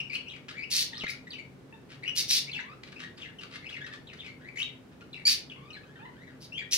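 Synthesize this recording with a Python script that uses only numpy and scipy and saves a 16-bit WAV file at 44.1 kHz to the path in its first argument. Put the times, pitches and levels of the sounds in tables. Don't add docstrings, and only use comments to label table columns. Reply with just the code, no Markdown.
import sys
import numpy as np
from scipy import signal
from scipy.fft import rfft, irfft, next_fast_len
from scipy.io import wavfile
from scipy.ndimage import map_coordinates

SR = 44100
rng = np.random.default_rng(int(sys.argv[2]) if len(sys.argv) > 2 else 0)


def wrap_up_sound(samples):
    columns = np.atleast_2d(samples).T
    tamed = np.clip(columns, -1, 1)
    steps = np.round(tamed * 32767).astype(np.int16)
    wavfile.write(sys.argv[1], SR, steps)


N = 298557

# start in seconds, length in seconds, relative level in dB, first and last ring in Hz.
RINGING_SCRAPES = [(0.116, 0.051, -53, 4082, 4500), (0.701, 0.14, -30, 4880, 4300),
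                   (1.078, 0.0443, -39, 4677, 4100), (2.152, 0.073, -28.5, 4445, 5300),
                   (2.279, 0.12, -28, 5227, 4227), (4.553, 0.082, -53.5, 6990, 5600),
                   (5.256, 0.09, -28, 4500, 5086), (6.398, 0.073, -54.5, 4680, 4500),
                   (6.709, 0.07, -27, 5960, 5760)]
# start in seconds, length in seconds, relative level in dB.
LIGHT_RUBS = [(0.48, 0.053, -50.5), (1.882, 0.089, -59), (2.861, 0.038, -55.5), (2.916, 0.02, -50.5),
              (2.978, 0.1, -51.5), (3.167, 0.088, -51.5), (3.398, 0.052, -52), (3.502, 0.074, -49.5),
              (3.689, 0.04, -45.5), (3.92, 0.057, -54), (4.233, 0.057, -49), (4.912, 0.028, -60.5)]
# start in seconds, relative level in dB.
BEAK_TICKS = [(0.3605, -46), (0.483, -40), (2.832, -39.5), (3.863, -34), (4.131, -35.5), (4.172, -46),
              (5.008, -46)]
# start in seconds, length in seconds,
# first and last pitch in Hz, relative level in dB, roughness from 0 to 1.
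RISING_SQUEAKS = [(0.106, 0.066, 2157, 3032, -40, 0.43), (0.254, 0.044, 2350, 3236, -50, 0.1),
                  (0.54, 0.11, 1777, 2905, -46.5, 0.15), (0.94, 0.048, 3460, 4800, -48, 0.58),
                  (1.062, 0.043, 2050, 2398, -41.5, 0.4), (2.023, 0.084, 1993, 3250, -40, 0.27),
                  (2.468, 0.026, 2080, 2365, -49.5, 0.061), (3.001, 0.078, 1385, 2077, -53.5, 0.24),
                  (3.622, 0.078, 1807, 3610, -50.5, 0.19), (3.801, 0.059, 1647, 1830, -48.5, 0.065),
                  (4.395, 0.1, 1446, 2293, -55.5, 0.22), (4.555, 0.08, 2050, 3367, -38.5, 0.27),
                  (5.82, 0.125, 1195, 2020, -66.5, 0.115), (6.135, 0.13, 1326, 2330, -63.5, 0.12),
                  (6.52, 0.067, 2530, 3400, -43, 0.042)]
# start in seconds, length in seconds,
# first and resting pitch in Hz, relative level in dB, roughness from 0 to 1.
SINKING_SQUEAKS = [(0, 0.016, 3025, 2110, -37, 0.2), (0.296, 0.078, 3660, 2013, -52, 0.25),
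                   (0.992, 0.039, 4260, 1170, -44.5, 0.35), (1.303, 0.063, 4730, 1850, -49, 0.25),
                   (2.527, 0.091, 3610, 1695, -43, 0.22), (3.167, 0.029, 4700, 1800, -61, 0.24),
                   (3.213, 0.095, 3216, 1774, -51, 0.3), (3.725, 0.065, 3086, 1455, -47.5, 0.23),
                   (3.865, 0.023, 1560, 790, -55, 0.12), (4.068, 0.087, 3690, 1868, -57, 0.3),
                   (4.181, 0.11, 4010, 2006, -53.5, 0.3), (4.634, 0.075, 3100, 1844, -56, 0.04),
                   (5.128, 0.1, 3676, 1790, -52, 0.3), (5.494, 0.04, 3470, 1907, -51, 0.37),
                   (5.741, 0.051, 2314, 1180, -55, 0.14), (5.954, 0.069, 1754, 1184, -60.5, 0.18),
                   (6.267, 0.095, 2203, 1278, -63, 0.24), (6.572, 0.063, 2806, 1613, -45.5, 0.17)]
# start in seconds, length in seconds, pitch in Hz, relative level in dB.
BEAK_CREAKS = [(.096, 0.012, 2300, -42.5), (0.146, 0.011, 4340, -41.5), (0.93, 0.0097, 1830, -43),
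               (1.034, 0.02, 2140, -41), (1.269, 0.014, 1942, -48.5), (1.382, 0.023, 2230, -48),
               (2.491, 0.0094, 2620, -42), (2.515, 0.0082, 4370, -42), (2.959, 0.028, 2570, -53),
               (3.384, 0.02, 2780, -49.5), (4.273, 0.036, 2128, -53), (3.913, 0.032, 1743, -49.5),
               (4.601, 0.0047, 2723, -27.5), (5.014, 0.016, 1405, -56), (5.278, 0.012, 1775, -40),
               (5.702, .014, 2700, -50), (5.728, 0.028, 4150, -53.5)]
# start in seconds, length in seconds, pitch in Hz, relative level in dB.
LOCKED_SQUEALS = [(5.252, 0.018, 2288, -27.5), (5.267, 0.0094, 2395, -22), (5.2763, .005, 2422, -18),
                  (5.295, 0.0034, 2320, -18), (6.731, 0.0038, 2890, -20.5)]
# start in seconds, length in seconds, first pitch in Hz,
# climb in octaves per second, relative level in dB.
LOW_COOS = [(0.917, 0.023, 812, 8.8, -58), (0.949, 0.2, 1193, 1.4, -61), (1.725, 0.034, 875, 2.5, -58.5),
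            (2.538, 0.2, 788, 3.7, -58.5), (5.547, 0.17, 1005, 2.05, -63), (5.993, 0.1, 820, 3.2, -55.5)]
# frequency in Hz, relative gain in dB.
BEAK_BODY_EQ = [(530, -48), (900, -35), (1590, -25), (1820, -17), (2360, -12), (3300, -8.5), (4500, -3.5),
                (5800, -5.5), (7680, -19.5), (9860, -13.5), (10800, -21.5), (13300, -25), (15500, -30.5)]
BEAK_EDGE_EQ = [(600, -47), (1200, 10), (2500, 13), (4700, 7), (7500, -8), (10000, -13.5), (15000, -41)]
MOUTH_EQ = [(800, -22), (1800, -2.5), (2900, 3), (4400, 2), (5600, -1.5), (10000, -7)]
# frequency in Hz, seconds to fall by 60 dB.
ROOM_DECAY = [(2500, 0.32), (13000, 0.18)]
# frequency in Hz, left minus right in dB.
PORT_BALANCE = [(700, -8), (2400, 7), (4400, 0.5), (8000, -1), (10500, -5), (12200, 13.5)]
# start in seconds, relative level in dB.
BUMP_HITS = [(1.037, -25.5), (1.0417, -21.5)]
# frequency in Hz, relative level in dB.
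ROOM_TONE_EQ = [(24, -83.5), (40, -17), (146, -2), (280, -7.5), (427, -8.5), (686, -18), (1280, -23),
                (1410, -21.5), (15500, -47.5)]
# frequency in Hz, left-right likeness from 0 to 1.
ROOM_TONE_LIKENESS = [(120, 0.9), (700, 0.43), (2000, 0.024)]
# pitch in Hz, width in Hz, level in dB.
HUM_BANDS = [(137.3, 11, -61), (258.3, 14, -62)]

SCRAPE_ATTACK_S, SCRAPE_RELEASE_S = 0.025, 0.023
TICK_ATTACK_S, TICK_T60_S = 0.002, 0.037
RISE_SHAPE = 0.85
SWELL_ABOVE_DB, SWELL_PER_DB = -59, 0.6
FALL_S, FALL_SHAPE = 0.042, 1.2
GRIPS_PER_S, GRIP_PITCH_SCATTER, GRIP_SCATTER_DB = 85, 0.09, 3
BREAKUP_ROUGHNESS, SQUEAK_ATTACK_S = 0.2, 0.003
SPLIT_RATIO, SPLIT_DB = 0.885, -5
FLUTTER_DB, OVERTONE_FLICKER_DB, ROLLOFF_DB_PER_OCTAVE = 2.6, 4, 18
TOP_HZ = 15800


def scrapes():
    t = np.arange(N) / SR
    pressure, slide = np.zeros(N), []
    for start, length, db, first_hz, last_hz in RINGING_SCRAPES:
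        ramps = np.minimum((t - start) / SCRAPE_ATTACK_S, (start + length - t) / SCRAPE_RELEASE_S)
        pressure += amp(db) * ramps.clip(0, 1) ** 0.94
        slide += [(start, first_hz), (start + length, last_hz)]
    grit = friction(slips_per_s=1250, spread_db=3.3, hiss=0.85, slip_s=0.00073)
    rasp = resonate(pressure * grit, BEAK_BODY_EQ)
    ring_hz = np.interp(t, *np.transpose(slide))
    _, phase = waver(ring_hz, jitter=0.11, rate=450)
    locking = amp(4.5 * wobble(260, N).clip(-2, 2))
    ring = amp(-4) * pressure * unit(np.sin(phase) * locking)
    return amp(-3.5) * (rasp + ring)


def rubs_and_ticks():
    touch, t = np.zeros(N), np.arange(SR // 10) / SR
    for start, length, db in LIGHT_RUBS:
        _, gate = note(length, fade_s=length / 3)
        add(touch, start, amp(db) * gate)
    for start, db in BEAK_TICKS:
        add(touch, start, amp(db - 60 * t / TICK_T60_S) * (1 - np.exp(-t / TICK_ATTACK_S)))
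    catches = unit(amp(4.5 * wobble(30, N)))
    grit = friction(slips_per_s=900, spread_db=4, hiss=1.5, slip_s=0.0015)
    return resonate(touch * catches * grit, BEAK_EDGE_EQ)


def friction(slips_per_s, spread_db, hiss, slip_s):
    slips = (rng.random(N) < slips_per_s / SR) * amp(spread_db * rng.standard_normal(N).clip(-2, 2))
    puffs = signal.lfilter([1], [1, -np.exp(-1 / (slip_s * SR))], slips) * rng.standard_normal(N)
    snaps = slips * rng.choice([-1, 1], N)
    return unit(unit(snaps) + hiss * unit(puffs))


def squeaks():
    out = np.zeros(N)
    for start, length, first_hz, last_hz, db, rough in RISING_SQUEAKS:
        t, gate = note(length, fade_s=0.0041)
        pitch = first_hz * (last_hz / first_hz) ** (t / length) ** RISE_SHAPE
        swell_db = SWELL_PER_DB * (db - SWELL_ABOVE_DB)
        add(out, start, amp(db) * gate * squeak(pitch, rough, swell_db))
    for start, length, first_hz, rest_hz, db, rough in SINKING_SQUEAKS:
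        t, gate = note(length, fade_s=0.0017)
        pitch = rest_hz + (first_hz - rest_hz) * np.exp(-(t / FALL_S) ** FALL_SHAPE)
        add(out, start, amp(db) * gate * squeak(pitch, rough, swell_db=-4))
    return out


def squeak(pitch, rough, swell_db):
    size = len(pitch)
    t = np.arange(size) / SR
    broken = np.tanh(rough / BREAKUP_ROUGHNESS)
    grips = np.cumsum(GRIPS_PER_S * np.exp(0.4 * wobble(90, size))) / SR
    skip, force = rng.standard_normal((64, 2)).clip(-1.5, 1.5)[grips.astype(int)].T
    stepped_hz = pitch * np.exp(GRIP_PITCH_SCATTER * broken * skip)
    hz, phase = waver(stepped_hz, jitter=0.012 + 0.05 * rough, rate=400)
    dips = 1 - broken * np.cos(np.pi * grips) ** 4
    bursts = dips * amp(GRIP_SCATTER_DB * force + FLUTTER_DB * wobble(300, size))
    split = amp(SPLIT_DB) * broken * mouth_tone(SPLIT_RATIO * hz, SPLIT_RATIO * phase)
    tone = mouth_tone(hz, phase) + split
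    rasp = unit(wobble(1000, size) * np.cos(phase) + wobble(1000, size) * np.sin(phase))
    scratch = resonate(rng.standard_normal(size), BEAK_EDGE_EQ)
    swell = amp(np.linspace(0, swell_db, size)) * (1 - np.exp(-t / SQUEAK_ATTACK_S))
    return unit((tone + rough * (rasp + scratch / 2)) * bursts * swell)


def creaks():
    out = np.zeros(N)
    for start, length, pitch, db in BEAK_CREAKS:
        t, gate = note(length, fade_s=0.003)
        hz, phase = waver(np.full(len(t), pitch), jitter=0.04, rate=400)
        tone = mouth_tone(hz, phase)
        scratch = amp(-17) * resonate(rng.standard_normal(len(t)), BEAK_EDGE_EQ)
        flutter = amp(FLUTTER_DB * wobble(300, len(t)))
        add(out, start, amp(db) * gate * unit((tone + scratch) * flutter))
    return out


def squeals():
    out = np.zeros(N)
    harmonics_db = [-16.5, -1.5, -20.5, -24.5]
    for start, length, pitch, db in LOCKED_SQUEALS:
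        t, gate = note(length, fade_s=0.002)
        _, phase = waver(np.full(len(t), pitch), jitter=0.016, rate=574)
        tone = sum(amp(level) * np.sin(k * phase) for k, level in enumerate(harmonics_db, 1))
        flutter = amp(1.8 * wobble(330, len(t)))
        add(out, start, amp(db) * gate * unit(tone * flutter))
    return out


def coos():
    out = np.zeros(N)
    for start, length, first_hz, climb, db in LOW_COOS:
        t, gate = note(length, fade_s=0.0011)
        hz, phase = waver(first_hz * 2 ** (climb * t), jitter=0.026, rate=260)
        tone = mouth_tone(hz, phase)
        flutter = amp(3.5 * wobble(110, len(t)))
        add(out, start, amp(db) * gate * unit(tone * flutter))
    return out


def mouth_tone(hz, phase):
    tone = np.zeros(len(hz))
    for k in range(1, 5):
        level_db = curve_at(MOUTH_EQ, k * hz) - ROLLOFF_DB_PER_OCTAVE * np.log2(k)
        flicker_db = OVERTONE_FLICKER_DB * np.log2(k) * wobble(2 * GRIPS_PER_S, len(hz))
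        tone += amp(level_db + flicker_db) * (k * hz < TOP_HZ) * np.sin(k * phase)
    return unit(tone)


def room(x, direct_db, wet_db, lead_rad):
    hz, t, noise = signal.stft(rng.standard_normal((2, SR // 2)), SR, nperseg=256)
    decay = amp(-60 * t / curve_at(ROOM_DECAY, hz)[:, None])
    _, tail = signal.istft(noise * decay, SR, nperseg=256)
    predelayed = np.pad(x, (SR // 300, 0))[None]
    wet = signal.fftconvolve(predelayed, tail / np.linalg.norm(tail[0]), axes=1)[:, :N]
    sides = np.array([[0.5], [-0.5]])
    direct = filtered(x, lambda f: np.exp(1j * lead_rad * sides))
    mix = amp(direct_db) * direct + amp(wet_db) * wet
    return filtered(mix, lambda f: amp(curve_at(PORT_BALANCE, f) * sides))


def bump():
    out, t = np.zeros(N), np.arange(SR // 30) / SR
    push_s, attack_s = 0.0012, 0.000082
    knock = (1 - t / push_s) * np.exp(-t / push_s) * (1 - np.exp(-t / attack_s))
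    for start, db in BUMP_HITS:
        add(out, start, amp(db) * knock)
    return out


def room_tone():
    def mid_side_gains(hz):
        width = np.arccos(curve_at(ROOM_TONE_LIKENESS, hz)) / 2
        return amp(curve_at(ROOM_TONE_EQ, hz)) * [np.cos(width), np.sin(width)]
    mid, side = filtered(rng.standard_normal((2, N)), mid_side_gains)
    return amp(-52.5) * unit(np.array([mid + side, mid - side]))


def appliance_hum():
    hum, t = np.zeros(N), np.arange(N) / SR
    for hz, width_hz, db in HUM_BANDS:
        drift = wobble(width_hz, N) + 1j * wobble(width_hz, N)
        hum += amp(db) * unit(np.real(drift * np.exp(2j * np.pi * hz * t)))
    return hum * amp([[1], [-1]])


def amp(db):
    return 10 ** (np.asarray(db) / 20)


def unit(x):
    return x / np.sqrt(np.mean(x ** 2) + 1e-20)


def curve_at(points, hz):
    freqs, values = np.transpose(points)
    return np.interp(np.log(hz + 1), np.log(freqs), values)


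def wobble(rate, size):
    knots = rng.standard_normal(int(size * rate / SR) + 4)
    return map_coordinates(knots, [np.arange(size) * rate / SR])


def waver(pitch, jitter, rate):
    hz = pitch * (1 + jitter * wobble(rate, len(pitch)))
    return hz, 2 * np.pi * np.cumsum(hz) / SR


def note(length, fade_s):
    t = np.arange(max(int(length * SR), 64)) / SR
    ramp = np.minimum(np.minimum(t, t[-1] - t) / fade_s, 1)
    return t, np.sin(np.pi / 2 * ramp) ** 2


def add(track, start, sound):
    part = track[max(round(start * SR), 0):][:len(sound)]
    part += sound[:len(part)]


def filtered(x, response):
    size = next_fast_len(N + SR // 2)
    return irfft(rfft(x, size) * response(np.fft.rfftfreq(size, 1 / SR)), size)[..., :N]


def resonate(x, eq, size=1024):
    cepstrum = irfft(np.log(amp(curve_at(eq, np.fft.rfftfreq(size, 1 / SR)))))
    cepstrum[1:size // 2] *= 2
    cepstrum[size // 2:] = 0
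    body = irfft(np.exp(rfft(cepstrum)))
    return signal.fftconvolve(x, body / np.linalg.norm(body))[:len(x)]


def scene():
    bird = scrapes() + rubs_and_ticks() + squeaks() + creaks() + squeals() + coos()
    return room(bird, direct_db=4, wet_db=1.5, lead_rad=-1.68) + bump() + room_tone() + appliance_hum()


def record(dry):
    return filtered(dry, lambda hz: hz < TOP_HZ)


dry = scene()
out = record(dry)
wrap_up_sound(out)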